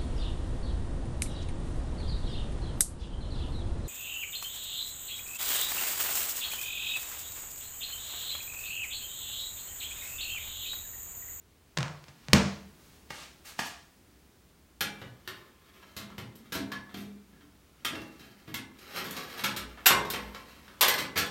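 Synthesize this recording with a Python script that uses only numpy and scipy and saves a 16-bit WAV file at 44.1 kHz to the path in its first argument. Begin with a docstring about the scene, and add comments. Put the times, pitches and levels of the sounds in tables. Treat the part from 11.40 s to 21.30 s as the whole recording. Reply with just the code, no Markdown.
"""A small hard kitchen with a tiled floor and an open oven, under a faint microphone hiss.
A plastic tub clicks, drags and thuds onto a wooden table; slippers scuff and step over the tiles.
Then a wire rack on a baking tray knocks, chatters and scrapes along the oven runners.
Short contact pressures and gritty noise are heard directly and drive the ringing modes of table, tray
and wires. Tub and slippers echo in the room, the rack in the steel oven."""
import sys
import numpy as np
from scipy import signal
from scipy.fft import rfft, irfft
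from scipy.io import wavfile

SR = 44100
rng = np.random.default_rng(int(sys.argv[2]) if len(sys.argv) > 2 else 0)


def pcm_store(signal):
    """Save signal as 16-bit PCM."""
    levels = np.round(np.clip(np.atleast_2d(signal), -1, 1) * 32767)
    wavfile.write(sys.argv[1], SR, levels.astype(np.int16).T)


N = 436590

# Levels are relative: each source is balanced again where it is mixed.
# Hiss colour: (frequency [Hz], density [dB per Hz])
HISS_SPECTRUM = [(15, -51.5), (25, -14.5), (48, -11.5), (59, -1), (80, -1), (108, -12), (157, -7.5),
                 (416, -13.5), (489, -19), (2910, -26), (6210, -29), (14800, -33), (16000, -27.5)]
HISS_DB = -63   # before the drift
# The hiss rises and sinks a little: (time [s], gain [dB])
HISS_DRIFT = [(-.1, 0.5), (1.4, 6.5), (3.3, 2), (7.3, 2.5), (10.1, 5.5)]
# Microphone colour: (frequency [Hz], gain [dB])
MIC_SPECTRUM = [(30, -13.5), (100, -1.5), (5000, 0.5), (8000, 2.5), (10500, 4), (13000, 8), (15500, 6)]
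CUTOFF_HZ = 16600

# Echo decay in the kitchen: (frequency [Hz], t60 [s])
KITCHEN_DECAY = [(60, 0.54), (250, 0.49), (1000, 0.51), (4000, 0.49), (8000, 0.49), (15000, 0.084)]
# Echo decay inside the oven: (frequency [Hz], t60 [s])
OVEN_DECAY = [(60, 0.33), (250, 0.71), (1000, 0.52), (2500, 0.33), (5000, 0.28), (9000, 0.27),
              (15000, 0.077)]

# Soles scuffing over tiles: (time [s], held [s], level [dB], treble level [dB])
SCUFFS = [(1.40, 0.17, -62.5, -70), (1.706, 0.13, -44, -78), (2.055, 0.041, -44.5, -53.5),
          (2.194, 0.0074, -32.5, -60), (2.255, 0.016, -40.5, -55)]
SCUFF_SWELL_DB_PER_S, SCUFF_FADE_DB_PER_S = 1300, 303
# Slipper heels on tiles: (time [s], level [dB])
HEEL_STEPS = [(1.704, -34.5), (2.1907, -24.5)]
HEEL_RISE_S, HEEL_CONTACT_S = 0.00042, 0.0051
# Heel bands against the step level
HEEL_THUD_DB, HEEL_MIDDLE_DB, HEEL_BRIGHT_DB, HEEL_TREBLE_DB = -28, 6, -8.5, -25

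# Tub on table: (time [s], peak [dB], thud [dB], brightness [dB], contact [s], favoured table mode [Hz])
TUB_TAPS = [(0.3714, -30, -39, -5, 0.0037, 136), (.3743, -19, -48.5, 1, 0.0023, 136),
            (0.3861, -23, -41.5, 6, 0.0023, 136), (0.4067, -27, -45.5, -1, 0.0032, 136),
            (0.4298, -26.5, -42.5, 1.5, .001, 136), (0.4814, -37.5, -51.5, -1.5, .0015, 136),
            (.641, -46, -83, 2, .0012, 136), (0.683, -41, -54.5, -0.5, 0.0087, 136),
            (0.8848, -32, -47.5, 1.5, .0015, 136), (0.9325, 0, -10, 9.5, 0.0032, 194)]
# Middle and treble against the peak, at brightness 0
TAP_RISE_S, TAP_MIDDLE_DB, TAP_TREBLE_DB = 0.00086, 0, -24
# Table top modes: (frequency [Hz], level [dB], t60 [s], capped at 1200 cycles)
TABLE_MODES = [(86.6, 4.5, 0.18), (142.3, -4.5, 0.18), (194.5, -19, 0.3), (251.6, -8, 0.17),
               (312.7, -8.5, 0.11), (429, -2, 0.25), (559, -4.5, .25), (823, -7, .25)]
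TABLE_FAVOUR_DB = 19.5
# The tub drags a little before it is set down hard: (time [s], held [s], level [dB])
TUB_DRAGS = [(.68, .015, -69), (.87, .05, -63)]
DRAG_SWELL_DB_PER_S, DRAG_FADE_DB_PER_S = 71, 253.5
# What the tub sends to the walls: (frequency [Hz], gain [dB])
TUB_TO_ROOM = [(100, -6.5), (1000, 0), (3500, -9.5), (10000, -7)]

# The loaded tray flexes as it is pushed: (time [s], held [s], level [dB])
TRAY_FLEXES = [(8.25, .03, -49.5), (8.59, 0.025, -51), (8.85, .04, -48.5)]
FLEX_HZ, FLEX_SWELL_DB_PER_S, FLEX_FADE_DB_PER_S = 58.4, 146, 120

# Rack and tray on the runners: (time [s], peak [dB], boom [dB], brightness [dB], chatter [s],
# favoured tray mode [Hz], favoured wire mode [Hz]); a mode of 0 or below favours none
RACK_CLANKS = [(3.4074, -17.5, -34, 4.5, 0.0086, 0, 2335), (3.6154, -39, -42.5, -12, 0.0056, 121, 2915),
               (3.8753, -28.5, -42.5, 1, 0.0087, 0, 1024), (4.4248, -54, -68, -16, .008, 0, 0),
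               (4.5649, -29.5, -37, 8, 0.015, 0, 2127), (4.7006, -55, -48, -18, 0.012, 0, 0),
               (4.7806, -31, -36.5, -2, 0.0082, 121, 0), (4.954, -52, -44, 24, 0.0068, 0, 0),
               (5.1209, -24.5, -32.5, 5, 0.023, 0, 1615), (5.1506, -34.5, -24, 4, 0.014, 0, 0),
               (5.3168, -29, -40, -3.5, 0.0089, 0, 1700), (5.488, -53, -65, -10, 0.037, 0, 0),
               (5.5417, -35.5, -35.5, 0.5, 0.012, 202, 2335), (5.569, -44.5, -46, 12, 0.043, 202, 0),
               (5.9287, -63, -52.5, -14, 0.0088, 0, 1615), (6.0072, -55.5, -53.5, -6, .011, 291, 1328),
               (6.4478, -20, -34.5, 5, 0.01, 0, 1850), (6.5227, -44, -31, -9, 0.017, 0, 0),
               (6.5518, -34.5, -54, -5, 0.0059, 0, 2750), (6.7934, -46, -48, 3, 0.03, 0, -3),
               (7.0772, -46, -40, -5, 0.016, 121, 0), (7.1413, -24.5, -39.5, 5.5, 0.011, 264, 0),
               (7.386, -47.5, -69, 8, 0.016, 0, 0), (7.6416, -40, -48, 15, 0.0063, 0, 0),
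               (7.7088, -37.5, -47, 21, 0.0039, 0, 0), (7.7636, -33, -46, -1, 0.0077, 0, 0),
               (7.9926, -31.5, -67, -3, 0.0038, 0, 0), (8.0375, -17.5, -33.5, 2.5, 0.011, 0, 2335),
               (8.0874, -37, -54, 0, 0.012, 0, 0), (8.163, -24, -40.5, 7, 0.014, 0, 0),
               (8.192, -45, -45, -6, .008, 0, 0), (8.3732, -50.5, -55, -20, .012, 0, 0),
               (8.4581, -7, -53, 4, 0.0089, 403, 0), (8.4657, -9.5, -48, 14.5, 0.0048, 403, 0),
               (8.5035, -23.5, -30, -17.5, 0.013, 403, 1106), (8.6488, -34, -35.5, -3, 0.0082, 0, 0),
               (8.701, -25, -38, 13.5, 0.012, 0, 0), (8.7362, -28, -37.5, -7.5, 0.0135, 0, -2),
               (8.9457, -34.5, -50, -4.5, 0.0076, 0, 0), (9.279, -49.5, -71, -13, .009, 0, 1178),
               (9.4095, -8, -60, 8, 0.012, 0, 1024), (9.424, -17.5, -41.5, -5, 0.015, 0, 1178),
               (9.4814, -11.5, -37, 6.5, 0.0082, 440, 2012), (9.5395, -22, -46, 5, 0.004, 0, 0),
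               (9.5802, -21.5, -36, 3.5, 0.022, 0, 0), (9.7573, -23, -29.5, -3, 0.035, 86, -10),
               (9.7741, -17, -64, 8, 0.013, 0, -11), (9.859, -38, -48, 10, 0.0079, -4, 0)]
# Middle and treble against the peak, at brightness 0 and the usual level
CLANK_RISE_S, CLANK_MIDDLE_DB, CLANK_TREBLE_DB = 0.0024, -6, -9.5
# Middle and treble gain this share of a blow's dB above the usual
WIDENING, USUAL_DB = 0.11, -24
# How hard the rack drags on the runners: (time [s], level [dB])
RACK_SLIDES = [(3.45, -50), (3.8, -62.5), (3.95, -51.5), (4.15, -59.5), (4.33, -54.5), (4.6, -56),
               (5.7, -66.5), (6.3, -69.5), (6.6, -49), (6.8, -55), (7.1, -56), (7.3, -72), (7.45, -44),
               (7.584, -31), (7.648, -43), (7.722, -36), (8.07, -45), (8.2, -63), (8.45, -47), (8.8, -48.5),
               (9.4, -51.5)]
SLIDE_BOOM_DB, SLIDE_TREBLE_DB = -6, -6.5   # against the drag
SLIPS_PER_S, SLIP_DB = 50, 4   # the sliding rack sticks and slips
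# Baking tray modes: (frequency [Hz], level [dB], t60 [s], capped at 1200 cycles)
TRAY_MODES = [(67.5, -2.5, 0.13), (86.8, -8, 0.32), (119.7, -4, 0.184), (155.7, -7.5, 0.24),
              (201.8, -3.5, 0.99), (231.9, 1.5, 0.89), (263.6, -4.5, 0.3), (292.3, -6.5, 0.4),
              (336, -3, 0.054), (403, -25, 0.91), (430.4, -0.5, 0.24), (656, 1.5, 0.09)]
# Wire rack modes: (frequency [Hz], level [dB], t60 [s], capped at 1200 cycles)
WIRE_MODES = [(841.5, -7, 0.34), (1030, -11, 0.31), (1105, -10, 0.087), (1169, -12, 0.041),
              (1328, -22, 0.11), (1497, -8, .3), (1617, -10.5, 0.14), (1704, -9.5, 0.44), (1850, -14, 0.22),
              (2012, -14, 0.62), (2100, -14.5, 0.37), (2335, -11.5, 0.45), (2734, -12.5, 0.2),
              (2900, -13.5, 0.25), (3200, -9.5, 0.12), (3440, -11, 0.68), (3660, -14, 0.59),
              (3764, -6, 0.069), (4230, -9.5, 0.17), (4786, -15, 0.24), (5580, -10, .2), (5740, -28, 0.6),
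              (6900, -26, 0.091), (7000, -17, 0.055), (7580, -31, 0.19), (8400, -12, 0.075),
              (9400, -15, 0.14), (11800, -7, 0.087), (13100, -3, 0.06), (15150, -21, .08)]
TRAY_FAVOUR_DB, WIRE_FAVOUR_DB = 13.5, 16
# Colour of the direct steel chatter: (frequency [Hz], gain [dB])
STEEL_SPECTRUM = [(300, 8), (700, -1.5), (1200, 2), (2500, -1), (4000, -1.5), (7000, -8.5), (10000, -9.5),
                  (13000, -6), (15500, -9)]


def from_db(db):
    """Gain of a level in dB."""
    return 10 ** (np.asarray(db) / 20)


def rms_one(x):
    """Scaled to rms 1."""
    return x / np.sqrt(np.mean(x ** 2) + 1e-20)


def in_time(rows):
    """Level columns as gains per sample, silent outside the rows."""
    times, *columns = np.transpose(rows)
    t = np.arange(N) / SR
    return [from_db(np.interp(t, times, column, left=-200, right=-200)) for column in columns]


def at_hz(points, hz):
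    """A spectrum read on a log-frequency axis."""
    points_hz, values = np.transpose(points)
    return np.interp(np.log(hz + 1), np.log(points_hz), values)


def shaped(x, spectrum):
    """Coloured by a spectrum."""
    gains = from_db(at_hz(spectrum, np.fft.rfftfreq(N, 1 / SR)))
    return irfft(rfft(x) * gains, N)


def band(x, low_hz, high_hz):
    """Band-pass with make-up gain, so that white noise roughly keeps its rms."""
    sos = signal.butter(2, [low_hz, min(high_hz, .45 * SR)], "band", fs=SR, output="sos")
    return signal.sosfilt(sos, x + 1e-18) * np.sqrt(SR / 2 / (high_hz - low_hz))


def upper_bands(middle, bright, treble):
    """Three neighbouring bands, signs alternating so that they join without gaps."""
    return band(bright, 1900, 6000) - band(middle, 450, 1900) - band(treble, 6000, 18000)


def tilted(db, low_db, brightness_db, middle_db, treble_db):
    """Levels (bright, low, middle, treble): a brighter blow gains treble and loses as much middle."""
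    return [db, low_db, db + middle_db - brightness_db, db + treble_db + brightness_db]


def contact(starts, levels_db, rise, lengths):
    """Pressure of each blow: a sudden touch that swells, then dies away; one row for each band's level."""
    out = np.zeros((4, N))
    for start, gains, length in zip(starts, from_db(levels_db).T, lengths):
        at = round(start * SR)
        t = np.arange(min(N - at, int(length * 10 * SR) + 40)) / SR
        shape = (1 - .8 * np.exp(-t / rise)) * np.exp(-t / length)
        out[:, at:at + len(t)] += gains[:, None] * shape / shape.max()
    return out


def first_touch(pressure):
    """The click where a pressure jumps up."""
    return np.maximum(np.diff(pressure, prepend=0), 0)


def strokes(rows, swell_db_per_s, fade_db_per_s):
    """Each stroke swells, holds and fades; one gain per sample for each level column."""
    t, out = np.arange(N) / SR, 0
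    for start, held, *levels_db in rows:
        before, after = np.maximum(start - t, 0), np.maximum(t - start - held, 0)
        loss_db = swell_db_per_s * before + fade_db_per_s * after
        out = out + from_db(np.array(levels_db)[:, None] - np.minimum(loss_db, 200))
    return out


def grit(per_s, spread_db):
    """Tiny random contacts of uneven size; rms 1."""
    sizes_db = spread_db * np.minimum(rng.exponential(1, N), 5)
    sizes = from_db(sizes_db) * rng.choice([-1, 1], N)
    return rms_one(sizes * (rng.random(N) < per_s / SR))


def ring(force, modes, landings, spread_db):
    """A force rings all the modes; each blow lands elsewhere, so it may favour one and varies them all."""
    starts, most_hz, favour_db = landings
    # each landing place takes over 10 ms ahead of its blow
    blow = np.maximum(np.searchsorted(starts - .01, np.arange(N) / SR) - 1, 0)
    favoured = np.abs(np.array(modes)[:, 0] - most_hz[:, None]).argmin(axis=1)
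    favoured[most_hz < 30] = -1   # none
    way = rng.choice([-1, 1], (len(starts), len(modes)))   # pushed or pulled
    chance = rng.standard_normal((len(starts), len(modes)))
    out = 0
    for k, (hz, db, t60) in enumerate(modes):
        r = from_db(-60 / (np.clip(t60, .005, 1200 / hz) * SR))   # pole radius gives the decay
        blow_db = db + favour_db * (favoured == k) + spread_db * chance[:, k]
        struck = force * from_db(blow_db)[blow] * way[blow, k]
        for ratio, share in (1, 1), (1.011, .7):   # a close twin beats against the mode
            w = 2 * np.pi * hz * ratio / SR
            strike = [0, share * np.sin(w) * np.sqrt(1 - r)]
            out = out + signal.lfilter(strike, [1, -2 * r * np.cos(w), r * r], struck)
    return out


def hiss():
    """Microphone hiss: coloured steady noise that drifts a little in level."""
    noise = rms_one(shaped(rng.standard_normal(N), HISS_SPECTRUM))
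    return from_db(HISS_DB) * in_time(HISS_DRIFT)[0] * noise


def echoes(x, t60s):
    """Dense echoes from hard walls: noise that dies at its own pace in each half octave."""
    t = np.arange(SR // 2) / SR
    edges = 40 * 2 ** np.arange(0, 9, .5)
    tail = 0
    for low, high in zip(edges, edges[1:]):
        decay = from_db(-60 * t / at_hz(t60s, np.sqrt(low * high)))
        tail = tail + band(rng.standard_normal(len(t)), low, high) * np.sqrt(high - low) * decay
    tail = tail * (1 - np.exp(-t / .006))   # the first echoes take a moment
    return signal.fftconvolve(x, tail / np.sqrt(np.sum(tail ** 2)))[:N]


def slippers():
    """Soles swish as swelling noise; heels tap as short bursts with a low thud."""
    noise = rng.standard_normal(N)
    middle, treble = strokes(SCUFFS, SCUFF_SWELL_DB_PER_S, SCUFF_FADE_DB_PER_S)
    swish = band(middle * noise, 550, 5200) - band(treble * noise, 4500, 24000)
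    starts, db = np.transpose(HEEL_STEPS)
    levels_db = db + np.array([[HEEL_BRIGHT_DB], [HEEL_THUD_DB], [HEEL_MIDDLE_DB], [HEEL_TREBLE_DB]])
    pressure = contact(starts, levels_db, HEEL_RISE_S, np.full(len(starts), HEEL_CONTACT_S))
    bright, low, tap, sharp = pressure * noise
    heel = from_db(18) * band(low, 110, 260) + upper_bands(tap, bright, sharp)
    return from_db(-7) * swish + from_db(-5) * heel


def plastic(drive):
    """Stiff plastic's voice: the bright part, filtered twice over, joined by middle and treble."""
    bright, _, middle, treble = drive
    return upper_bands(middle, band(bright, 300, 8000), treble)


def tub():
    """Stiff plastic clicks at first touch and grates briefly; its smooth push thuds in the table top.
    Gives the sound close by and what reaches the walls, where the faint grating is lost."""
    starts, db, thud_db, brightness_db, length, table_hz = np.transpose(TUB_TAPS)
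    levels_db = tilted(db, thud_db, brightness_db, TAP_MIDDLE_DB, TAP_TREBLE_DB)
    pressure = contact(starts, levels_db, TAP_RISE_S, length)
    click = plastic(from_db(14.5) * first_touch(pressure))
    grating = plastic(from_db(-18.5) * pressure * rng.standard_normal(N))
    thud = band(pressure[1], 130, 1000)
    table = ring(thud, TABLE_MODES, (starts, table_hz, TABLE_FAVOUR_DB), spread_db=4)
    drag_gain, = strokes(TUB_DRAGS, DRAG_SWELL_DB_PER_S, DRAG_FADE_DB_PER_S)
    drag = band(drag_gain * rng.standard_normal(N), 900, 5000)
    body = drag + click + from_db(-8.5) * thud + from_db(-23) * table
    return body + grating, shaped(body, TUB_TO_ROOM)


def tray_flex():
    """The sheet swings slowly up and down: a low sine that swells and fades."""
    swing, = strokes(TRAY_FLEXES, FLEX_SWELL_DB_PER_S, FLEX_FADE_DB_PER_S)
    return swing * np.sqrt(2) * np.sin(2 * np.pi * FLEX_HZ * np.arange(N) / SR)


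def rack_slide():
    """Steady drag on the runners, unsteadied by stick and slip; one row for each band."""
    knots = np.arange(0, N + SR, SR / SLIPS_PER_S)
    slip_sizes = rng.standard_normal(3000)[:len(knots)]
    slips = from_db(SLIP_DB * np.interp(np.arange(N), knots, slip_sizes))
    band_db = [[-1], [SLIDE_BOOM_DB], [-5], [SLIDE_TREBLE_DB]]
    return slips * in_time(RACK_SLIDES)[0] * from_db(band_db)


def rack():
    """Blows make the loose wires chatter; sliding presses on steadily. Tray and wires ring with both."""
    sliding = rack_slide()
    starts, db, boom_db, brightness_db, length, tray_hz, wire_hz = np.transpose(RACK_CLANKS)
    wide_db = WIDENING * (db - USUAL_DB)
    levels_db = tilted(db, boom_db, brightness_db, CLANK_MIDDLE_DB + wide_db, CLANK_TREBLE_DB + wide_db)
    blows = from_db(-11.5) * contact(starts, levels_db, CLANK_RISE_S, length)
    chatter = (blows + from_db(-13) * sliding) * grit(9000, spread_db=3.5)
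    bright, low, middle, treble = chatter
    direct = from_db(-5) * band(low, 103, 383) + shaped(upper_bands(middle, bright, treble), STEEL_SPECTRUM)
    # the first touch of a blow does most of the ringing
    bright, low, middle, treble = from_db(-5) * chatter + from_db(30) * first_touch(blows)
    tray_force, wire_force = band(low, 90, 450), upper_bands(middle, bright, treble)
    tray = ring(tray_force, TRAY_MODES, (starts, tray_hz, TRAY_FAVOUR_DB), spread_db=1.5)
    wires = ring(wire_force, WIRE_MODES, (starts, wire_hz, WIRE_FAVOUR_DB), spread_db=2.5)
    return direct + from_db(-15) * tray + from_db(-9) * wires


def scene():
    """Tub and slippers echo in the room, the rack in the steel oven; flexing and hiss join uncoloured."""
    near_tub, far_tub = tub()
    feet, metal = slippers(), rack()
    room = echoes(far_tub + from_db(-4.5) * feet, KITCHEN_DECAY)
    cavity = from_db(-2) * echoes(metal, OVEN_DECAY)
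    noise_floor = hiss()
    picked_up = shaped(near_tub + feet + metal + room + cavity, MIC_SPECTRUM)
    return (picked_up + tray_flex() + noise_floor)[None]


def record(dry):
    """Peaks are clipped just below full scale, then a steep low-pass cuts the top."""
    low_pass = signal.cheby2(20, 80, CUTOFF_HZ, fs=SR, output="sos")
    return signal.sosfilt(low_pass, np.clip(dry, -.97, .97))


dry = scene()
out = record(dry)
pcm_store(out)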